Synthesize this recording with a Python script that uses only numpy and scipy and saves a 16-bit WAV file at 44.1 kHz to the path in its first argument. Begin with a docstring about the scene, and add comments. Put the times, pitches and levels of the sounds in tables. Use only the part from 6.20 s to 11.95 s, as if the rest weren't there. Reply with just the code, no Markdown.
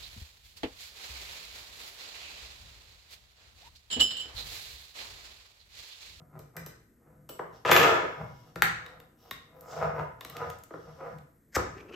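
"""A hard-walled kitchen with a stone counter. A fork pecks at the ring pull of a tin can and is laid down
ringing. The can is shoved and dragged round, its rim sticking and slipping on the stone and shaking the
counter. Fingers brush the tin, nails tick on the tab, and the thin lid pops as the seal cracks. The can
is turned again; the score line starts to rip and the fold of the lid creaks. The walls echo."""
import sys
import numpy as np
from scipy import signal
from scipy.fft import rfft, irfft, next_fast_len
from scipy.io import wavfile
from scipy.ndimage import uniform_filter1d

SR = 44100
rng = np.random.default_rng(int(sys.argv[2]) if len(sys.argv) > 2 else 0)


def file_out(sig):
    """Save sig as 16-bit WAV at sys.argv[1]."""
    # one column per channel
    cols = np.atleast_2d(sig).T
    # limit, then scale
    lim = np.clip(cols, -1, 1)
    pcm = np.round(lim * 32767).astype(np.int16)
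    wavfile.write(sys.argv[1], SR, pcm)


N = 253575


def amp(db):
    """Decibels to gain."""
    return 10 ** (np.asarray(db) / 20)


def unit(x):
    """x at rms 1."""
    return x / np.sqrt(np.mean(x ** 2) + 1e-20)


def along(points, hz):
    """(f/Hz, value) points read on a log axis."""
    f, v = np.transpose(points)
    return np.interp(np.log(hz + 1), np.log(f + 1), v)


def add(track, at_s, sound):
    """Mix a sound into the track."""
    part = track[..., round(at_s * SR):][..., :sound.shape[-1]]
    part += sound[..., :part.shape[-1]]


def swell(peak_s, rise_s=.043, fall_s=.037, hold_s=0):
    """Gain that rises to 1, holds and falls; 22.5 dB down at rise_s before and fall_s after."""
    t = np.arange(N) / SR - peak_s
    away = np.maximum(0, np.maximum(-t / rise_s, (t - hold_s) / fall_s))
    return amp(-22.5 * np.minimum(away, 10) ** 1.266)


def wander(*spans_samples):
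    """Slow random drift at rms 1: noise through moving averages."""
    drift = rng.standard_normal(N)
    for span in spans_samples:
        drift = uniform_filter1d(drift, span)
    return unit(drift)


def colour(x, spectrum, resonances=()):
    """Minimum-phase filter: spectrum (f/Hz, level/dB) plus resonances (f/Hz, width/Hz, lift/dB)."""
    m = 2 * next_fast_len(x.shape[-1] // 2 + 4096)
    hz = np.fft.rfftfreq(m, 1 / SR)
    peaks_db = sum(lift / (1 + (2 * (hz - f) / width) ** 2) for f, width, lift in resonances)
    cepstrum = irfft(np.log(amp(along(spectrum, hz) + peaks_db)))
    cepstrum[1:m // 2] *= 2
    cepstrum[m // 2 + 1:] = 0
    return irfft(rfft(x, m) * np.exp(rfft(cepstrum)), m)[..., :x.shape[-1]]


def resonate(x, hz, width_hz):
    """What one resonance picks out of x, at rms 1."""
    return unit(signal.lfilter(*signal.iirpeak(hz, hz / width_hz, SR), x))


def burst_spectrum(samples, t60_s):
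    """Nearly flattened spectrum of a decaying noise burst."""
    t = np.arange(samples) / SR
    burst = rfft(rng.standard_normal(samples) * amp(-60 * t / t60_s))
    return burst / np.abs(burst) ** .8


def blow(spectrum, t60_s, resonances=(), lag_cycles=2.7):
    """A contact shakes crowded, damped modes; rms 1 over the first 10 ms."""
    m = SR // 2
    # The lows arrive just after the highs, giving each knock a quick downward sweep.
    lag = np.exp(-2j * np.pi * lag_cycles * np.log(np.fft.rfftfreq(m, 1 / SR) + 100))
    burst = irfft(burst_spectrum(m, t60_s) * lag, m)[:SR // 4]
    x = colour(burst, spectrum, resonances)
    return np.pad(x, (0, SR * 3 // 4 - len(x))) / np.sqrt(np.mean(x[:SR // 100] ** 2))


def ring(modes, attack_s=.00018):
    """Damped modes (f/Hz, level/dB, t60/s), struck at new strengths; rms 1 before attack and decay."""
    t = np.arange(SR * 3 // 4) / SR
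    hz, db, t60_s = np.transpose(modes)[:, :, None]
    level = amp(db + rng.standard_normal(hz.shape) - 60 * t / t60_s)
    x = np.sum(level * np.sin(2 * np.pi * (hz * t + rng.random(hz.shape))), 0)
    return x * (1 - np.exp(-t / attack_s)) / np.sqrt(np.sum(level[:, 0] ** 2) / 2)


def friction(rate_hz, jitter, spread_db, hiss_db):
    """Stick-slip pulses of uneven spacing and size over the hiss of the finest roughness."""
    gap_draw, size_draw = rng.standard_normal((20000, 2)).T
    at = (np.cumsum(np.exp(jitter * gap_draw)) * SR / rate_hz).astype(int)
    size = amp(spread_db * np.clip(size_draw, -2, 2))
    slips = np.bincount(at[at < N], size[at < N], N)
    return unit(slips - slips.mean()) + amp(hiss_db) * rng.standard_normal(N)


# Echo decay: f/Hz, t60/s
ECHO_T60 = [(60, 0.97), (200, 0.43), (700, 0.47), (1600, 0.55), (4000, 0.51), (7000, 0.47), (12000, 0.19),
            (16000, 0.26)]
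# Echo likeness: f/Hz, left-right correlation
ECHO_COHERENCE = [(100, 0.89), (290, 0.99), (640, -0.15), (1400, -0.1), (3000, 0.0073), (7000, -0.056),
                  (9300, 0.93), (12000, 0.82), (15000, .1)]
def in_kitchen(x, wet_db, left_db=1):
    """Direct sound plus the diffuse echo of hard walls, in stereo."""
    hz, t, noise = signal.stft(rng.standard_normal((2, int(.8 * SR))), SR, nperseg=256)
    t60_s = along(ECHO_T60, hz)[:, None]
    angle = np.arccos(np.clip(along(ECHO_COHERENCE, hz), -1, 1))[:, None] / 2
    tail = noise * amp(-60 * t / t60_s) * (1 - np.exp(-t / .004))
    tail *= np.array([np.cos(angle), np.sin(angle)])
    mid, side = signal.istft(tail, SR, nperseg=256)[1] * np.sqrt(np.log(1e6) / (SR * t60_s.mean()))
    response = amp(wet_db) * np.array([mid + side, mid - side])
    response[:, 0] += amp([left_db / 2, -left_db / 2])
    return signal.fftconvolve(x[None], response, axes=1)[:, :N] / np.hypot(1, amp(wet_db))


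# Room noise: f/Hz, level/dB
MURMUR = [(25, 9), (60, -1.5), (150, -5.5), (300, -2), (900, -28), (1900, -19.5), (2700, -36.5),
          (5000, -35.5), (8000, -26), (12000, -24.5), (13500, -41.5), (16000, -47)]
def house_murmur():
    """The low murmur of the house and a faint hiss."""
    common, left, right = colour(rng.standard_normal((3, N)), MURMUR)
    return amp(-59) * unit(common + .22 * np.array([left, right]))


# Finger strokes: t/s, length/s, skin/dB, fizz/dB
STROKES = [(1.343, 0.022, -59, -80), (1.935, 0.36, -64.5, -76.5), (2.66, 0.039, -64.5, -82.5),
           (3.005, 0.14, -62.5, -64.5), (3.366, 0.12, -72, -63), (3.51, 0.14, -51.5, -66),
           (3.756, 0.077, -63, -67), (4.028, 0.3, -57, -67), (4.534, 0.393, -64, -87)]
# Skin rub, its fizz, nail slide: f/Hz, level/dB
SKIN_RUB = [(1500, -35.5), (2800, 7.5), (4200, 3.5), (5800, 5.5), (8000, -5.5), (12500, -11), (16000, -6.5)]
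SKIN_FIZZ = [(6000, -29.5), (10000, -13.5), (12500, -5), (14000, -2.5), (16000, -7.5)]
NAIL_SLIDE = [(3500, -21), (5000, -4), (7200, 5), (9000, -11), (13000, -19), (16000, -14)]
# Resonances under skin and nail: f/Hz, width/Hz, lift/dB
SKIN_PEAKS = [(3820, 220, 3), (5460, 350, 7)]
SLIDE_PEAKS = [(5240, 400, 11), (6750, 300, 4)]
def fingers():
    """Fingers brush the tin with a fine fizz; one nail slides along the tab and makes it sing."""
    pressures = [swell(s, hold_s=length_s) for s, length_s, _, _ in STROKES]
    _, _, skin_db, fizz_db = np.transpose(STROKES)
    rub = friction(rate_hz=250, jitter=.9, spread_db=-.5, hiss_db=2)
    skin = amp(skin_db) @ pressures * unit(colour(rub, SKIN_RUB, SKIN_PEAKS))
    fizz = amp(fizz_db) @ pressures * unit(colour(rub, SKIN_FIZZ))
    sliding = friction(rate_hz=500, jitter=.7, spread_db=3, hiss_db=0)
    nail = amp(-48.5) * swell(3.52, .085, .07) * unit(colour(sliding, NAIL_SLIDE, SLIDE_PEAKS))
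    return in_kitchen(skin + fizz + nail, wet_db=3)


# Nail flicks: t/s, click/dB, tab/dB, freedom to ring/0-1, tab f/Hz, click f/Hz
FLICKS = [(2.6628, -56, -42.5, 1, 3800, 8400), (2.8006, -53.5, -51, 0.66, 3640, 12760),
          (3.1102, -37.5, -30.5, 1, 3733, 12600), (3.409, -47, -76, .3, 3700, 12700),
          (4.0085, -46, -38, 1, 3600, 12500), (4.0485, -41.5, -38, 0.6, 3890, 6300),
          (4.0986, -42.5, -43.5, 1, 3860, 13500), (4.1666, -51, -37.5, 0.2, 3470, 11900),
          (4.3, -43.5, -42.5, 0.5, 3560, 6660), (4.386, -54.5, -64, .4, 3700, 7400),
          (4.4361, -46.5, -60, 0.1, 3630, 6700), (4.985, -60.5, -56.5, 0.24, 3700, 6940)]
# Blows of nail on tin, on the tab, on the can's base: f/Hz, level/dB
NAIL_CLICK = [(700, -25), (2200, -13), (4000, -7.5), (7000, -5), (9000, -2), (13000, -0.5), (16000, -4)]
TAB_BLOW = [(300, 2), (900, -1.5), (2000, 1), (3800, -3.5), (5000, -5), (8000, -11.5), (14000, -28.5)]
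BASE_KNOCK = [(150, -33.5), (280, -5.5), (380, -2.5), (520, -1.5), (680, -13), (900, -10), (1400, -11),
              (4000, -65)]
# Resonances of the tab and of the full can on stone: f/Hz, width/Hz, lift/dB
TAB_PEAKS = [(1110, 180, 16.5), (1428, 27, 8.5), (1900, 150, 13.5), (2165, 120, 8.5), (2380, 110, -1),
             (2980, 380, 8), (3190, 100, -12), (3786, 410, 15)]
CAN_PEAKS = [(358, 27, 2.5), (454.5, 18, 3), (503.7, 110, 5), (650.6, 53, 10), (741, 7.8, 5),
             (808, 30, 4.5), (993, 30, 8), (1102, 19, 1.5), (1209, 30, 6), (1262, 41, 7.5),
             (1364, 110, 0.5), (1377, 62, 5), (1726, 45, 8), (2140, 11, 7), (2900, 31, 1), (3324, 72, 8)]
def tab_ticks():
    """Nails flick rim and tab; the tab shifts pitch as it bends and rings less under a finger."""
    out = np.zeros((2, N))
    for s, click_db, tab_db, freedom, tab_hz, click_hz in FLICKS:
        bend = tab_hz / TAB_PEAKS[-1][0]
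        peaks = [(hz * bend, width, freedom * lift) for hz, width, lift in TAB_PEAKS]
        ping = freedom * amp(-11) * ring([(tab_hz, 0, .053)])
        tab = blow(TAB_BLOW, .015, peaks) + ping + amp(-20) * blow(BASE_KNOCK, .021, CAN_PEAKS)
        click = blow(NAIL_CLICK, .016, [(click_hz, 1300, 9.5)], lag_cycles=1.2)
        add(out, s, in_kitchen(amp(click_db) * click + amp(tab_db) * tab, wet_db=-2.5))
    return out


# Tine contacts: t/s, click/dB, thump/dB, knock/dB, tin/dB, tines/dB
PECKS = [(0.191, -48, -51, -45.5, -64, -76), (0.366, -36.5, -40.5, -45.5, -37, -55),
         (0.462, -38.5, -54.5, -42.5, -50, -79), (1.09, -49, -51, -41, -78, -37.5)]
# Blow on the can's wall, sharp click, damped clink of tines: f/Hz, level/dB
WALL_KNOCK = [(500, -39.5), (900, -4), (1400, -3.5), (2000, -4), (2600, -20), (4000, -25), (8000, -43.5)]
SHARP_CLICK = [(700, -27), (2200, -9), (4000, -2), (7000, 0), (9000, -2), (13000, 1.5), (16000, -6.5)]
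DAMPED_CLINK = [(1500, -15), (2600, -2), (6000, -4.5), (9000, -7), (16000, -14)]
# Resonances of rim and tines: f/Hz, width/Hz, lift/dB
RIM_PEAKS = [(1260, 25, 10), (1530, 41, 14.5), (1897, 570, 10.5), (2350, 150, 9.5), (2900, 310, 6.5),
             (3370, 270, -5), (4040, 130, 4.5), (4550, 250, -5), (5030, 110, 8), (6020, 140, 8.5),
             (6715, 270, -11), (13000, 1200, 7)]
TINE_PEAKS = [(3000, 350, 15.5), (3650, 250, -5.5), (4480, 220, 5), (5460, 400, 7.5)]
# Modes of counter and tines: f/Hz, level/dB, t60/s
COUNTER_MODES = [(60.6, -6.5, 0.75), (79, -11.5, 0.49), (118.4, 0.5, 0.49), (164.8, 12.5, 0.17)]
TINE_MODES = [(3020, -16.5, .15), (7736, -5, 0.26), (9680, -3, 0.07), (10740, -7, 0.42), (15320, 3, 0.06)]
def fork_pecks():
    """The tines peck at the tab, then touch down on the counter."""
    out = np.zeros((2, N))
    for s, click_db, thump_db, knock_db, tin_db, tines_db in PECKS:
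        thump = amp(thump_db) * ring(COUNTER_MODES, attack_s=.0054)
        knock = amp(knock_db) * blow(BASE_KNOCK, .035, CAN_PEAKS)
        tin = amp(tin_db) * blow(WALL_KNOCK, .07, RIM_PEAKS)
        click = amp(click_db) * blow(SHARP_CLICK, .02, RIM_PEAKS)
        tines = amp(tines_db) * (ring(TINE_MODES) + amp(-5.5) * blow(DAMPED_CLINK, .04, TINE_PEAKS))
        add(out, s, in_kitchen(thump + knock + tin + click + tines, wet_db=2))
    return out


# Fork heel on stone: f/Hz, level/dB
HEEL_KNOCK = [(150, -25), (270, -15.5), (360, -5.5), (460, -0.5), (600, -6), (1250, -6), (1700, -11.5),
              (2100, -17.5), (2500, -31), (3100, -29.5), (4000, -39.5), (8000, -42), (14000, -63.5)]
# Its resonances: f/Hz, width/Hz, lift/dB
HEEL_PEAKS = [(465, 98, 4.8), (653, 37, 2.8), (781, 48, 4), (1010, 70, 9.3), (1230, 60, 2.1)]
def fork_heel():
    """The heel of the fork drops on the stone with a dull knock."""
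    out = np.zeros((2, N))
    knock = amp(-26) * blow(HEEL_KNOCK, .042, HEEL_PEAKS)
    thump = amp(-40.5) * ring(COUNTER_MODES, attack_s=.0057)
    add(out, 1.191, in_kitchen(knock + thump, wet_db=1))
    return out


# Fork strikes: t/s, tips/dB, stem/dB, click/dB
FORK_STRIKES = [(1.094, -56, -67, -46), (1.513, -31, -20.5, -21), (1.561, -38.5, -30, -45)]
# Modes of stem and tine tips: f/Hz, level/dB, t60/s
STEM_MODES = [(972, -9, 1.9), (1571, -2, .6), (1718, -5, .7), (2169, 1, .95), (2394, -2, .5),
              (2768, -2, .5), (3316, -3, .45), (3403, -5, .4), (3461, 0, .78), (5247, -20, 1.1),
              (6944, -16, .85)]
TIP_MODES = [(11855, 0, .38), (11981, -1, .27)]
def fork_clinks():
    """The fork rings as it lands and as the can bumps it; two high modes beat at the tips."""
    out = np.zeros((2, N))
    for s, tips_db, stem_db, click_db in FORK_STRIKES:
        add(out, s, in_kitchen(amp(click_db) * blow(SHARP_CLICK, .012), wet_db=0))
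        add(out, s, in_kitchen(amp(stem_db) * ring(STEM_MODES), wet_db=-10))
        add(out, s, amp(tips_db) * ring(TIP_MODES) * amp([[-1], [1]]))
    return out


# Pushes on the can: peak t/s, rise/s, fall/s, scrape/dB, thrum/dB, grip f/Hz
PUSHES = [(0.005, 0.071, 0.032, -52.5, -49, 504), (0.167, 0.072, 0.043, -46.5, -42.5, 373),
          (0.368, 0.034, 0.065, -45.5, -44, 402), (0.89, 0.17, 0.2, -59, -54, 513),
          (1.39, 0.13, 0.026, -53, -76, 770), (2.009, 0.056, 0.058, -32, -34, 499.5),
          (2.285, 0.16, 0.077, -59.5, -58, 500), (2.751, 0.39, .15, -51, -59.5, 520),
          (3.07, 0.11, 0.19, -55, -64.5, 480), (3.385, 0.15, 0.079, -55, -61, 513),
          (3.505, 0.16, 0.16, -45, -66, 520), (3.641, 0.088, 0.049, -21, -34, 677),
          (3.799, 0.19, 0.07, -31.5, -41.5, 902), (4.04, 0.073, 0.13, -48, -51, 746),
          (4.236, 0.11, 0.066, -28, -41.5, 1223), (4.57, 0.033, 0.039, -51, -54.5, 484),
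          (4.705, 0.079, 0.039, -46, -46.5, 494), (4.862, 0.11, 0.073, -36, -53, 536),
          (4.95, 0.078, 0.039, -51, -42.5, 490)]
# Rubbing base, shaken counter: f/Hz, level/dB
BASE_RUB = [(190, -41.5), (300, -7.5), (450, 4.5), (700, 1), (1100, 1.5), (1500, -4.5), (2100, -8),
            (2900, -20.5), (5000, -53), (10000, -73.5)]
COUNTER_THRUM = [(25, -44.5), (48, -21.5), (66, -6.5), (90, -5), (120, 0), (137, -7.5), (153, 7),
                 (180, -12.5), (230, -13), (350, -55.5)]
def can_shoves():
    """The can is eased round: its base rubs in short pushes and rings at a pitch set by each grip."""
    force = amp(1.8 * wander(600, 300))
    slips = friction(rate_hz=180, jitter=.5, spread_db=2.5, hiss_db=-8)
    smear = irfft(burst_spectrum(1024, t60_s=.012))  # each slip spreads as it crosses the can
    rub = force * unit(signal.fftconvolve(slips, smear)[:N])
    rasp = unit(colour(rub, BASE_RUB, CAN_PEAKS))
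    base, shaking = np.zeros((2, N))
    for s, rise_s, fall_s, scrape_db, thrum_db, grip_hz in PUSHES:
        grip_ring = amp(-7) * resonate(rub, grip_hz, width_hz=17)
        base += amp(scrape_db) * swell(s, rise_s, fall_s) * (rasp + grip_ring)
        # The counter shakes longer, and most as the can slows.
        shaking += amp(thrum_db) * swell(s + .46 * fall_s, 1.37 * rise_s, 1.37 * fall_s)
    thrum = shaking * unit(colour(rub, COUNTER_THRUM))
    return in_kitchen(base, wet_db=1) + in_kitchen(thrum, wet_db=-6.5)


# Catches of the base: t/s, click/dB, thump/dB, knock/dB, tin/dB
CATCHES = [(1.4494, -38, -49, -22.5, -21.5), (1.4884, -39, -60, -26, -28), (1.4924, -32, -29, -17, -19.5),
           (1.514, -13, -28.5, -16, -10), (1.5624, -14.5, -39, -23, -14), (1.596, -19, -48, -23, -17.5),
           (1.629, -20.5, -56, -35, -19), (1.824, -65, -42, -25, -38), (1.847, -54, -49.5, -34.5, -35),
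           (3.792, -50, -49.5, -36, -38.5), (4.506, -80, -67, -37, -47), (4.537, -85, -46, -32.5, -45),
           (4.804, -77, -55.5, -38.5, -55)]
# Click on stone: f/Hz, level/dB
STONE_CLICK = [(1200, -20), (2600, 13.5), (3400, 3.5), (4500, -3), (7000, -2), (9000, -19), (13000, -14),
               (16000, -32.5)]
def can_knocks():
    """The base of the can catches on the stone and knocks free."""
    out = np.zeros((2, N))
    for s, click_db, thump_db, knock_db, tin_db in CATCHES:
        thump = amp(thump_db) * ring(COUNTER_MODES, attack_s=.0037)
        knock = amp(knock_db) * blow(BASE_KNOCK, .019, CAN_PEAKS)
        tin = amp(tin_db) * blow(WALL_KNOCK, .032, CAN_PEAKS)
        click = amp(click_db) * blow(STONE_CLICK, .039, CAN_PEAKS)
        add(out, s, in_kitchen(thump + knock + tin + click, wet_db=1))
    return out


# Scrape and grit of the dragged rim: f/Hz, level/dB
RIM_SCRAPE = [(190, -41.5), (280, -8), (370, -0.5), (560, -4), (780, -3), (1100, -3), (1600, -2.5),
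              (2300, -10.5), (3200, -30), (5000, -50.5), (10000, -63)]
RIM_GRIT = [(1500, -20), (2600, 4.5), (3400, -2), (4300, -7), (7000, -13.5), (9000, -21.5), (12500, -23.5),
            (16000, -36)]
def can_drag():
    """The rim judders over the stone in clumps of slips and shakes the counter; the scrape dulls."""
    start_s, peak_s, hold_s, end_s = 1.456, 1.607, .067, 1.93
    rise_db_per_s, fall_db_per_s, dulling_db_per_s = 57, 108, 27.5
    thrum_spectrum = [(25, -27.5), (60, -9.5), (90, -1), (120, -2), (150, -3), (230, -9.5), (400, -44)]
    t = np.arange(N) / SR - peak_s
    moving = swell(start_s, .004, .04, hold_s=end_s - start_s)
    force = moving * amp(np.minimum(0, np.minimum(rise_db_per_s * t, fall_db_per_s * (hold_s - t))))
    judder = amp(2 * wander(350)) * friction(rate_hz=140, jitter=.45, spread_db=2, hiss_db=-3)
    scrape = force * amp(-16.5) * unit(colour(judder, RIM_SCRAPE, CAN_PEAKS))
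    grit = force * amp(-25.5 - dulling_db_per_s * t) * unit(colour(judder, RIM_GRIT, CAN_PEAKS))
    thrum = force * amp(-38) * unit(colour(judder, thrum_spectrum))
    return in_kitchen(scrape + grit, wet_db=3.5) + in_kitchen(thrum, wet_db=-10)


# Squeaks of the torn edge: t/s, level/dB, f/Hz
EDGE_SQUEAKS = [(5.582, -52, 1960), (5.611, -51.5, 2300), (5.697, -57, 2660), (5.734, -57, 2700),
                (5.748, -49, 2980)]
def lid_creak():
    """The fold groans under a wavering pull; the torn edge squeaks higher as the bend tightens."""
    fold_spectrum = [(150, -18), (280, -5.5), (390, 1.5), (520, -9), (750, -19), (1400, -16.5),
                     (2200, -45), (4000, -52)]
    edge_spectrum = [(900, -6), (1900, 0), (2700, 2), (3500, -11.5), (6000, -12), (9000, -25),
                     (16000, -29)]
    pull = amp(-47.5 + 2 * wander(1500)) * swell(5.565, hold_s=.2)
    folding = friction(rate_hz=375, jitter=.6, spread_db=4, hiss_db=-8)
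    chafing = friction(rate_hz=600, jitter=.6, spread_db=2.5, hiss_db=-3)
    groan = pull * unit(colour(folding, fold_spectrum))
    rasp = amp(4) * unit(colour(chafing, edge_spectrum))
    squeaks = sum(amp(db) * swell(s, .029, .011) * (rasp + resonate(rasp, hz, width_hz=200))
                  for s, db, hz in EDGE_SQUEAKS)
    return in_kitchen(groan + squeaks, wet_db=-7)


# Lid buckling, seal giving way: t/s, click/dB, thump/dB, knock/dB, lid/dB
BUCKLES = [(2.358, -46.5, -33.5, -35, -36.5), (2.4212, -22, -31.5, -31, -11),
           (5.362, -42.5, -30.5, -20.5, -27)]
# Lid pop: f/Hz, level/dB
POP = [(200, -12.5), (450, -24.5), (700, -9), (1300, -7.5), (1900, -2.5), (2400, -6.5), (3300, -14.5),
       (4500, -13), (8000, -30.5)]
# Flexing lid: f/Hz, width/Hz, lift/dB
LID_PEAKS = [(830, 93, 10.5), (1270, 47, 7), (1376, 140, 11), (1742, 220, 9.5), (2350, 140, 4.5),
             (3660, 290, 6.5), (5370, 290, -3)]
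# Popped lid: f/Hz, level/dB, t60/s
LID_MODES = [(1372, -1.5, .03), (1640, 0, .022)]
def lid_snaps():
    """The thin lid pops, rings briefly and kicks the can against the counter."""
    out = np.zeros((2, N))
    for s, click_db, thump_db, knock_db, lid_db in BUCKLES:
        pop = amp(lid_db) * (blow(POP, .02, LID_PEAKS, lag_cycles=.7) + amp(-10) * ring(LID_MODES))
        click = amp(click_db) * blow(SHARP_CLICK, .016, lag_cycles=.664)
        knock = amp(knock_db) * blow(BASE_KNOCK, .0069, CAN_PEAKS)
        add(out, s, in_kitchen(pop + click + knock, wet_db=0, left_db=3))
        thump = amp(thump_db) * ring(COUNTER_MODES, attack_s=.0047)
        add(out, s, in_kitchen(thump, wet_db=-3.5))
    return out


# Tear envelope: t/s, level/dB
TEAR_LEVELS = [(5.32, -71), (5.33, -52), (5.341, -52.5), (5.352, -25), (5.364, -23), (5.372, -54)]
# Ripping tin: f/Hz, level/dB
TIN_RIP = [(300, -4), (1200, 1), (1950, 12.5), (2700, -3.5), (4000, -7), (5200, 2), (7000, 2.5), (9000, -9),
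           (13000, -8.5), (16000, -17)]
def lid_tear():
    """The score line rips in tiny fractures; the sudden give jolts the can and thuds in the counter."""
    jolt_spectrum = [(250, -1.5), (520, -14.5), (800, -1.5), (1300, 2.5), (1800, -9.5), (4000, -54)]
    thud_modes = [(58, -21.5, .33), (71.5, -2.5, .22), (97.3, -8, .55)]
    t = np.arange(N) / SR
    s, db = np.transpose(TEAR_LEVELS)
    gate = np.interp(t, [s[0] - .004, s[0], s[-1], s[-1] + .03], [0, 1, 1, 0])
    fractures = friction(rate_hz=1400, jitter=.8, spread_db=4, hiss_db=0)
    rip = gate * amp(np.interp(t, s, db)) * unit(colour(fractures, TIN_RIP))
    out = in_kitchen(rip, wet_db=-4.5)
    add(out, 5.364, in_kitchen(amp(-21.5) * blow(jolt_spectrum, .043, CAN_PEAKS), wet_db=1))
    add(out, 5.369, amp(-29) * ring(thud_modes, attack_s=.0032))
    return out


def scene():
    """Fork, can and lid over the quiet of the room."""
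    fork = fork_pecks() + fork_heel() + fork_clinks()
    can = can_knocks() + can_drag() + can_shoves()
    opening = fingers() + lid_snaps() + tab_ticks() + lid_tear() + lid_creak()
    return fork + can + opening + house_murmur()


# Microphone response: f/Hz, level/dB
MIC_RESPONSE = [(20, -24.5), (40, -10.5), (58, -1), (7500, -5.5), (9400, -3), (10400, -9.5), (11200, 1),
                (11850, 5.5), (12500, -6.5), (15300, -6), (16600, -32.5)]
# Two ports of unequal resonance: f/Hz, left lead/rad
PORT_LEAD = [(6000, 0), (7900, -.7), (8450, -1.6), (9000, -2.7), (10400, -3.15), (11200, -3.6),
             (11900, -4.75), (13100, -6.1), (15000, -7.2)]
def record(dry):
    """The microphone's ports colour the top octave and part in phase there; the band is limited."""
    top_hz = 16600
    m = next_fast_len(N + SR // 2)
    hz = np.fft.rfftfreq(m, 1 / SR)
    ports = np.exp(.5j * along(PORT_LEAD, hz) * np.array([[1], [-1]]))
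    heard = colour(dry, MIC_RESPONSE) * amp([[.4], [-.4]])
    return irfft(rfft(heard, m) * ports * (hz < top_hz), m)[:, :N]


dry = scene()
out = record(dry)
file_out(out)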